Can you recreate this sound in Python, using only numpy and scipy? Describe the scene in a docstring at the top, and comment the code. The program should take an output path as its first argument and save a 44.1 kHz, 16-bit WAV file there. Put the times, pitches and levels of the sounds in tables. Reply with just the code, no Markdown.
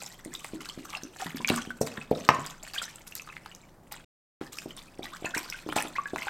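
"""Water is poured in spurts from a big plastic bottle onto food in a steel pot, in a small kitchen.
Soft, even gulps open the pour, each with a rising note; stronger glugs follow as air enters the neck.
The stream spatters and traps ringing bubbles; near 2.3 s the bottle's wall pops back loudly, and
a mesh bag squishes near 3.15 and 3.92 s. After a brief mute near 4.2 s a second pour glugs and splashes,
with one hollow slap near 5.76 s. Tones are damped rings, splashes noise, the stream a swarm of rings."""
import sys
import numpy as np
from scipy import signal
from scipy.fft import rfft, irfft, next_fast_len
from scipy.io import wavfile
from scipy.ndimage import uniform_filter1d, map_coordinates

SR = 44100
rng = np.random.default_rng(int(sys.argv[2]) if len(sys.argv) > 2 else 0)


def master_out(mix):
    """Clip the mix to full scale and print it as 16-bit PCM to the path in sys.argv[1]."""
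    frames = np.transpose(np.atleast_2d(mix))
    ceiling = np.clip(frames, -1, 1)
    pcm = np.round(ceiling * 32767).astype(np.int16)
    wavfile.write(sys.argv[1], SR, pcm)


N = 277462

# Spectrum of the kitchen background. Each row: frequency in Hz, relative density in dB.
HUM_SPECTRUM = [(12, -46), (20, 8), (60, -12.5), (168, -2), (234, -7.5), (337, -9.5), (367, -10.5),
                (446, -14), (558, -10.5), (607, -13.5), (1000, -15.5), (1400, -20.5), (2460, -35),
                (16000, -38.5)]
HUM_RMS_DB = -55
# Decay of the kitchen's reverberation. Each row: frequency in Hz, t60 in seconds.
ROOM_DECAY = [(80, 0.57), (200, 0.47), (400, 0.56), (1500, 0.37), (5000, .4), (9000, 0.46), (14000, 0.047)]
# Early reflections off pot wall, table and cook. Each row: nominal delay in seconds, linear gain.
EARLY_ECHOES = [(.0021, 0.25), (.0053, 0.087), (.0094, 0.19), (0.0123, 0.19)]
# The kitchen's low modes. 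Each row: centre in Hz, width in Hz, gain in dB.
ROOM_MODES = [(153, 9.7, 0), (238, 8.3, -3), (376, 86, -4.5)]
# Difference signal of the two microphone ports. Each row: frequency in Hz, side level in dB.
STEREO_SIDE = [(30, -18.5), (120, -35.5), (1000, -28.5), (2500, -27.5), (5000, -18), (12000, -15)]
# The muted moment between two pours: start in seconds, end in seconds.
MUTE_SPAN = (4.046, 4.408)
CEILING, TOP_HZ = 1.0, 16000  # soft clipping limit at full scale; upper band edge
LOW_CUT_HZ = 77  # the narrow neck radiates little below this

# Thin stream between the spurts. Each row: time in seconds, relative level in dB.
TRICKLE = [(0.0, -55.5), (1.15, -58.5), (1.45, -51), (1.76, -62.5), (2.5, -59.5), (3.0, -58.5), (3.5, -62),
           (3.8, -72), (4.5, -60.5), (4.95, -61), (5.3, -51.5), (5.62, -58), (6.1, -53.5)]
TRICKLE_SPRAY_DB = -4.5  # spray against bubbling
DRIBBLE_DB, DRIBBLE_KNOTS_PER_S = 4, 35  # the thin stream comes in uneven dribbles
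# Spurts of water landing in the pot, and the hiss of a squeezed mesh bag near 3.15 and 3.92 s.
# Each row: start in seconds, relative bubbling level in dB, length in seconds, spray over bubbling in dB.
SPURTS_AND_SQUISHES = [(0.0, -50.5, 0.088, 4), (0.331, -53.5, 0.042, 3), (0.417, -53.5, 0.043, 2.5),
                       (0.606, -43.5, 0.023, -7.5), (0.655, -56.5, 0.027, 11.5), (0.84, -49, .06, -2),
                       (0.923, -40.5, 0.031, -7), (1.186, -39.5, 0.0244, -3.5), (1.258, -39.5, .015, -12.5),
                       (1.482, -25.5, 0.0083, -12), (1.551, -34.5, 0.017, -4.5),
                       (1.807, -48.5, 0.0056, 10.5), (1.867, -41, 0.01, -4.5), (1.953, -41, 0.022, -11.5),
                       (2.11, -49, 0.39, -3.5), (2.442, -42, 0.014, -4), (2.628, -46.5, 0.043, -3.5),
                       (2.734, -44.5, 0.067, -1.5), (2.814, -40, 0.0089, -1), (3.067, -57, 0.012, 5),
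                       (3.154, -54.5, 0.02, 8.5), (3.268, -44.5, 0.025, -23), (3.913, -43.5, 0.021, -7.5),
                       (4.521, -53, .07, 4.5), (4.765, -49.5, 0.012, 0.5), (5.025, -40.5, 0.0093, -7),
                       (5.133, -47, 0.0092, -4), (5.242, -38.5, 0.019, -9.5), (5.348, -34.5, 0.017, -4),
                       (5.43, -46, 0.0253, -6), (5.524, -42, 0.0074, -13.5), (5.695, -46, 0.15, -8),
                       (5.758, -38, 0.016, 1), (5.804, -35.5, 0.012, -24.5), (5.956, -44.5, 0.016, -12.5),
                       (6.155, -37.5, 0.018, -14.5), (6.211, -41, 0.026, -8.5), (6.269, -35, 0.017, -20)]
SPURT_ATTACK_S, SPURT_FALL_DB_PER_S = 0.0033, 212
# Colour of the bubbling. Each row: frequency in Hz, gain in dB.
GURGLE_COLOUR = [(500, -24.5), (800, -11), (1200, -3.5), (2500, 1), (3600, 0), (5000, -4.5), (8000, -26)]
# Colour of the spray and of each tick's crack. Each row: frequency in Hz, gain in dB.
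SPRAY_COLOUR = [(1500, -5), (3000, -8), (5000, -1), (8000, 3.5), (10700, -6.5), (12800, 0.5),
                (15500, -10.5)]
BUBBLING_DB, SPRAY_DB = -2.5, 0  # layer gains
PLINK_DB, MIST_DB = -4.5, -3.5  # clear single bubbles against the bubbling; mist against the crackle
CLUMP_DB = 5  # lumpiness of the stream

# Sharp drops ticking on food and steel, and two bright squishes of a mesh bag near 3.15 and 3.92 s.
# Each row: start in seconds, relative level in dB, pitch in Hz.
TICKS_AND_SQUISHES = [(0.036, -42, 6300), (.249, -30, 8750), (0.3389, -27, 7300), (0.445, -31, 8550),
                      (1.035, -28.5, 5900), (1.4746, -19, 6500), (1.499, -19, 3830), (1.561, -17.5, 7840),
                      (1.8158, -21, 8160), (2.4635, -26.5, 7600), (2.7356, -30.5, 4700),
                      (2.8268, -28, 7600), (2.9585, -31, 7600), (3.0784, -33, 10300), (3.153, -20, 12100),
                      (3.5496, -35, 6180), (3.923, -23.5, 13700), (4.5863, -27.5, 5300),
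                      (5.3779, -20, 7800), (5.5003, -23.5, 5470), (5.774, -29, 7300), (5.824, -21.5, 9800)]
TICK_CYCLES = 26  # cycles of ringing per t60
# Lumps of water slapping down. Each row: start in seconds, relative level in dB, t60 in seconds.
SLAPS = [(.022, -25.5, 0.016), (0.447, -27.5, .016), (1.196, -30, 0.19), (1.499, -27.5, .02),
         (1.527, -37.5, .022), (2.818, -37, 0.01), (3.274, -37.5, .008), (3.46, -26.5, 0.022),
         (4.412, -34, 0.148), (5.244, -34.5, 0.0293), (5.368, -27, 0.077), (5.689, -21, 0.023),
         (5.763, -23, 0.17), (5.773, -21, .11), (6.16, -17, 0.011), (6.269, -28, 0.027)]
# Colour of the slaps. Each row: frequency in Hz, gain in dB.
SLAP_COLOUR = [(100, -12), (400, -4.5), (800, 8), (2500, -6.5), (5000, -14), (9000, -20.5), (16000, -25.5)]
# Air pockets closing as they surface.
# Each row: start in seconds, level in dB, first pitch in Hz, last pitch in Hz, length in seconds.
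CHIRPS = [(2.778, -23.5, 2845, 4180, 0.012), (5.121, -39.5, 964, 2120, 0.037),
          (5.338, -25.5, 1420, 2460, .018), (5.954, -31.5, 1800, 2730, 0.017)]
CHIRP_BEND = 1.5  # the climb speeds up toward the end
# The largest bubbles. Each row: start in seconds, relative level in dB, pitch in Hz, t60 in seconds.
BUBBLES = [(0.3516, -26.5, 3580, 0.016), (0.4457, -24, 2130, 0.0041), (0.6973, -30, 3100, 0.018),
           (0.937, -32, 1140, 0.025), (0.9506, -23, 2680, 0.017), (1.221, -32, 744, 0.12),
           (1.4054, -33.5, 976, 0.028), (1.4467, -15.5, 2356, 0.02), (1.5774, -27.5, 1130, 0.046),
           (1.7053, -27, 1496, .036), (1.9759, -26, 1720, 0.012), (2.014, -33, 2536, .021),
           (2.762, -31, 1600, 0.049), (2.818, -28, 1350, 0.016), (2.88, -37, 1740, 0.02),
           (3.123, -35, 2700, 0.016), (3.197, -29, 2530, 0.011), (3.367, -26, 2020, 0.0063),
           (3.5152, -40.5, 2840, .024), (4.586, -24.5, 2510, 0.0078), (5.255, -27.5, 2600, 0.048),
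           (5.525, -27, 2150, 0.019), (5.726, -16.5, 1340, 0.0045), (5.7848, -21.5, 2484, 0.032),
           (5.984, -24, 1141, 0.43), (6.057, -28, 1650, .07), (6.222, -24.5, 2210, 0.012),
           (6.2694, -29.5, 810, 0.059)]
BUBBLE_RISE, BUBBLE_LIFE_S = 0.12, 0.013  # climb in pitch per t60, as a share; time until it bursts

# The plastic wall popping. Each row: start in seconds, relative level in dB, t60 in seconds.
POPS = [(2.2892, 2, 0.029)]
# Resonances of the bottle and its water. Each row: centre in Hz, width in Hz, gain in dB.
WALL_MODES = [(131.1, 110, -3.5), (350, 120, 4), (695, 420, -4), (1100, 197, 4), (1660, 700, -8.5),
              (2700, 790, -11.5), (5400, 1800, -24.5), (13000, 2700, -38)]
# Soft, even gulps as the pour begins. Each row: start in seconds, relative level in dB.
GULPS = [(0.2608, -27.5), (0.5354, -25.5), (0.7768, -27), (1.034, -30)]
GULP_HZ, GULP_UPPER_DB = 305, -16  # pitch; relative level of the upper resonance
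NOTE_HZ, NOTE_T60_S, NOTE_RISE, NOTE_DB = 264.6, 0.14, 1.2, -3  # rising note after each soft gulp
NOTE_DELAY_S, NOTE_ATTACK_S = 0.004, 0.006
# Air gulping in at the neck, and one hollow slap of water near 5.76 s.
# Each row: start in seconds, relative level in dB, pitch in Hz, glide as a share of the pitch,
# upper resonance in relative dB.
GLUGS_AND_HOLLOW_SLAP = [(1.2609, -26.5, 165.6, 0.5, -12), (1.347, -26, 232, 0.3, -25),
                         (1.4017, -27.5, 232, 0.2, -35), (1.5036, -11, 247, -0.14, -6),
                         (1.675, -27.5, 228, -0.2, -33), (1.8128, -9.5, 434, -.1, -6),
                         (1.981, -26, 206, 0, -32), (2.1138, -7, 428, 0.26, -6.5),
                         (2.389, -24.5, 156, -0.06, -37), (4.4137, -23, 340, -0.5, -26),
                         (4.6595, -25.5, 333, -0.63, -6.5), (4.9933, -25.5, 333, -0.9, -4.5),
                         (5.224, -31, 328, -0.5, -3), (5.2457, -26, 350, -1.2, 4),
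                         (5.3653, -23.5, 323, -.4, -38), (5.6643, -25, 341, -0.54, -13),
                         (5.6903, -23.5, 345, -0.8, -18), (5.763, -17, 680, 0.2, 2.5),
                         (5.8499, -29, 320, -1, -1), (6.1346, -20.5, 370, -0.75, -5)]


def amp(db):
    """Logarithmic level: decibels to amplitude gain."""
    return 10 ** (np.asarray(db) / 20)


def unit(x):
    """Normalisation of power: scale to rms 1."""
    return x / np.sqrt(np.mean(x ** 2) + 1e-20)


def levelled(x, span_s):
    """Short-time power normalisation: hold the rms near 1 over stretches of span_s."""
    power = np.abs(uniform_filter1d(x ** 2, int(span_s * SR)))
    return x / np.sqrt(power + 1e-12)


def along(points, hz):
    """Interpolation of (Hz, value) points on a logarithmic frequency axis."""
    f, v = np.transpose(points)
    return np.interp(np.log(hz + 1), np.log(f), v)


def filtered(x, response):
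    """Linear filtering: multiply the spectrum by a function of frequency."""
    n = x.shape[-1]
    m = next_fast_len(n + SR // 4)
    return irfft(rfft(x, m) * response(np.fft.rfftfreq(m, 1 / SR)), m)[..., :n]


def coloured(x, points, size=2048):
    """Minimum-phase filtering: fold the cepstrum of (Hz, dB) gains into a causal response."""
    cepstrum = irfft(np.log(amp(along(points, np.fft.rfftfreq(size, 1 / SR)))))
    cepstrum[1:size // 2] *= 2
    cepstrum[size // 2 + 1:] = 0
    impulse = irfft(np.exp(rfft(cepstrum)))
    return signal.fftconvolve(x, impulse)[:len(x)]


def resonant(x, modes):
    """Modal superposition: parallel damped resonators with alternating signs."""
    def response(f):
        total = 0
        for k, (centre, width, db) in enumerate(modes):
            mode = 1j * f * width / (centre * centre - f * f + 1j * f * width)
            total = total + (-1) ** k * amp(db) * mode
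        return total
    return filtered(x, response)


def add(track, s, sound):
    """Superposition: mix a sound into the track at time s."""
    part = track[max(round(s * SR), 0):][:len(sound)]
    part += sound[:len(part)]


def wobble(rate):
    """Smooth random modulation: a spline through rate random knots a second."""
    knots = rng.standard_normal(int(N * rate / SR) + 4)
    return map_coordinates(knots, [np.arange(N) * rate / SR])


def ring(hz, t60, rise, attack):
    """Damped oscillation: a decaying tone whose pitch changes by the share rise in one t60."""
    t = np.arange(int(t60 * SR) + 2) / SR
    tone = np.sin(2 * np.pi * hz * t * (1 + rise * t / t60 / 2))
    return tone * amp(-60 * t / t60) * (1 - np.exp(-t / attack))


def burst(t60):
    """Exponential decay of noise: a puff of white noise dying away."""
    t = np.arange(SR // 4) / SR
    return rng.standard_normal(len(t)) * amp(-60 * t / t60)


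def swarm(count, low_hz, high_hz, cycles, rise, spread_db):
    """Random superposition: many bubbles or drops of random time, pitch, life and size."""
    track = np.zeros(N)
    for when, pitch, life, size in rng.random((count, 4)):
        hz = low_hz * (high_hz / low_hz) ** pitch
        t60 = cycles * 2 ** (2 * life - 1) / hz  # half to double the given cycles
        tone = ring(hz, t60, rise, 0.5 / hz)
        add(track, when * N / SR, amp(spread_db * size ** 2) * tone)
    return track


def hum():
    """Stationary noise: the kitchen background is white noise shaped to a steady spectrum."""
    return amp(HUM_RMS_DB) * unit(coloured(rng.standard_normal(N), HUM_SPECTRUM, size=16384))


def kitchen(x, wet_db):
    """Reverberation: close hard surfaces answer first, then noise decays at each frequency's own rate."""
    hz, t, z = signal.stft(rng.standard_normal(SR // 2), SR, nperseg=256)
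    decay = amp(-60 * t / along(ROOM_DECAY, hz)[:, None])
    tail = signal.istft(z * decay, SR, nperseg=256)[1]
    tail *= 1 - np.exp(-np.arange(len(tail)) / SR / 0.00067)
    answer = amp(wet_db) * tail / np.linalg.norm(tail)
    for delay, gain in EARLY_ECHOES:
        add(answer, delay * np.exp(rng.normal(0, 0.16)), np.array([gain]))
    return x + signal.fftconvolve(x, answer)[:len(x)]


def moving(x, wet_db, count=18):
    """Time-varying reflection: the stream wanders over the pot, so each stretch has fresh echoes."""
    track = np.zeros(N)
    for part in np.array_split(np.arange(N), count):
        padded = np.pad(x[part], (0, SR // 2))  # room for the tail
        add(track, part[0] / SR, kitchen(padded, wet_db))
    return track


def flow():
    """Addition of powers: each spurt or squish swells, holds and fades over a thin, dribbling stream."""
    t = np.arange(N) / SR
    trickle_db = np.interp(t, *np.transpose(TRICKLE))
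    bubbling = amp(trickle_db + DRIBBLE_DB * wobble(DRIBBLE_KNOTS_PER_S)) ** 2
    spray = bubbling * amp(TRICKLE_SPRAY_DB) ** 2
    for s, db, length, spray_db in SPURTS_AND_SQUISHES:
        swell = np.clip((t - s) / SPURT_ATTACK_S + 0.5, 0, 1)
        gain = swell * amp(db - SPURT_FALL_DB_PER_S * np.maximum(t - s - length, 0))
        bubbling = bubbling + gain ** 2
        spray = spray + (gain * amp(spray_db)) ** 2
    return np.sqrt(bubbling), np.sqrt(spray)


def stream_and_squishes():
    """Bubble entrainment and spray: foam, clearer plinks and drops, which also lend the bag its hiss."""
    foam = swarm(count=6000, low_hz=600, high_hz=5000, cycles=11, rise=0.1, spread_db=20)
    plinks = swarm(count=230, low_hz=1100, high_hz=5000, cycles=46, rise=0.3, spread_db=12)
    crackle = swarm(count=7000, low_hz=2800, high_hz=15000, cycles=6, rise=0.05, spread_db=30)
    drops = swarm(count=1300, low_hz=3000, high_hz=14000, cycles=50, rise=0.14, spread_db=26)
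    mist = amp(MIST_DB) * rng.standard_normal(N)  # droplets too fine to tell apart
    # the stream breaks into blobs before it lands
    clumps = amp(CLUMP_DB * wobble(55) + 2.06 * wobble(300))
    gurgle = levelled(coloured(clumps * foam, GURGLE_COLOUR), 0.045)
    gurgle = gurgle + amp(PLINK_DB) * unit(coloured(plinks, GURGLE_COLOUR))
    droplets = unit(crackle) + amp(1) * unit(drops) + mist
    spray = levelled(coloured(clumps * droplets, SPRAY_COLOUR), 0.06)
    bubbling_gain, spray_gain = flow()
    return amp(BUBBLING_DB) * bubbling_gain * gurgle + amp(SPRAY_DB) * spray_gain * spray


def ticks_and_squishes():
    """Short excitation: a drop, or the squished mesh bag, gives a tiny crack and a very short ping."""
    track = np.zeros(N)
    for s, db, hz in TICKS_AND_SQUISHES:
        add(track, s, amp(db + 5.5) * ring(hz, TICK_CYCLES / hz, 0.17, 0.0001))
        add(track, s, amp(db - 7) * coloured(burst(0.0118), SPRAY_COLOUR))
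    return track


def slaps():
    """Broadband impact: a lump of water breaks on the food in a splash of decaying noise."""
    track = np.zeros(N)
    for s, db, t60 in SLAPS:
        add(track, s, amp(db + 1) * burst(t60))
    return coloured(track, SLAP_COLOUR)


def chirps():
    """Resonance of a shrinking cavity: an air pocket swells and whoops upward as it closes."""
    track = np.zeros(N)
    for s, db, first_hz, last_hz, length in CHIRPS:
        u = np.linspace(0, 1, int(length * SR))
        hz = first_hz * (last_hz / first_hz) ** (u ** CHIRP_BEND)
        swell = np.abs(np.sin(np.pi * u))
        add(track, s, amp(db) * swell * np.sin(2 * np.pi * np.cumsum(hz) / SR))
    return track


def bubbles():
    """Bubble resonance: trapped air pinches off with a click and rings until it bursts at the surface."""
    track = np.zeros(N)
    for s, db, hz, t60 in BUBBLES:
        tone = ring(hz, t60, BUBBLE_RISE, 0.00011)
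        alive = 1 / (1 + (np.arange(len(tone)) / SR / BUBBLE_LIFE_S) ** 8)
        add(track, s, amp(db + 2.5) * tone * alive)
        add(track, s, amp(db - 14) * ring(hz, 0.003, 0, 0.0001))  # click
    return track


def pops():
    """Impulse response of a shell: the sucked-in wall snaps back, a push and a rattle through its modes."""
    track = np.zeros(N)
    for s, db, t60 in POPS:
        add(track, s, amp(db + 25) * np.ones(1))  # push
        add(track, s, amp(db + 4.5) * burst(t60))  # rattle
    return resonant(track, WALL_MODES)


def hollow_ring(db, hz, glide, upper_db):
    """Superposed resonances: a main tone of a few cycles, a low push and an upper tone near 670 Hz."""
    sound = np.zeros(SR // 10)
    add(sound, 0, amp(db - 0.5) * ring(hz, 8 / hz, glide, 0.0016))
    add(sound, 0, amp(db + 2.0) * ring(249, 0.014, 0, 0.00048))
    add(sound, 0.001, amp(db + upper_db + 9.5) * ring(670, 0.015, 0.11, 0.003))
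    return sound


def glugs_and_hollow_slap():
    """Cavity resonance: air gulps in at the neck, soft gulps sing upward, and one slap rings hollow."""
    track = np.zeros(N)
    for s, db in GULPS:
        add(track, s - 0.001, hollow_ring(db, GULP_HZ, 0, GULP_UPPER_DB))
        # the bubble sings upward as it rises
        note = ring(NOTE_HZ, NOTE_T60_S, NOTE_RISE, NOTE_ATTACK_S)
        add(track, s + NOTE_DELAY_S, amp(db + NOTE_DB) * note)
    for s, db, hz, glide, upper_db in GLUGS_AND_HOLLOW_SLAP:
        add(track, s - 0.001, hollow_ring(db, hz, glide, upper_db))
    return track


def scene():
    """Superposition of sources: bottle, pot and mesh bag in the kitchen, heard almost in mono."""
    hollow = glugs_and_hollow_slap() + pops()
    # the narrow neck radiates little bass
    hollow = filtered(hollow, lambda hz: (1j * hz / (LOW_CUT_HZ + 1j * hz)) ** 2)
    hollow_in_room = moving(hollow, wet_db=-10.5)
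    # the low modes build up once the walls have answered
    add(hollow_in_room, 0.016, resonant(hollow, ROOM_MODES))
    splashes = bubbles() + chirps() + ticks_and_squishes() + slaps() + stream_and_squishes()
    splashes_in_room = moving(splashes, wet_db=-13.5)
    mid = hollow_in_room + splashes_in_room + hum()
    # the two microphone ports hear slightly different reflections
    scatter = np.pad(burst(0.04), (SR // 500, 0))
    scattered = signal.fftconvolve(mid, scatter / np.linalg.norm(scatter))[:N]
    side = filtered(scattered, lambda hz: amp(along(STEREO_SIDE, hz)))
    return np.array([mid + side, mid - side])


def record(dry):
    """Saturation and band limiting: soft clipping, a mute between the pours, then a low-pass."""
    t = np.arange(N) / SR
    live = (t < MUTE_SPAN[0]) | (t > MUTE_SPAN[1])
    clipped = dry / (1 + (dry / CEILING) ** 4) ** (1 / 4)
    return filtered(clipped * live, lambda hz: hz < TOP_HZ)


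dry = scene()
out = record(dry)
master_out(out)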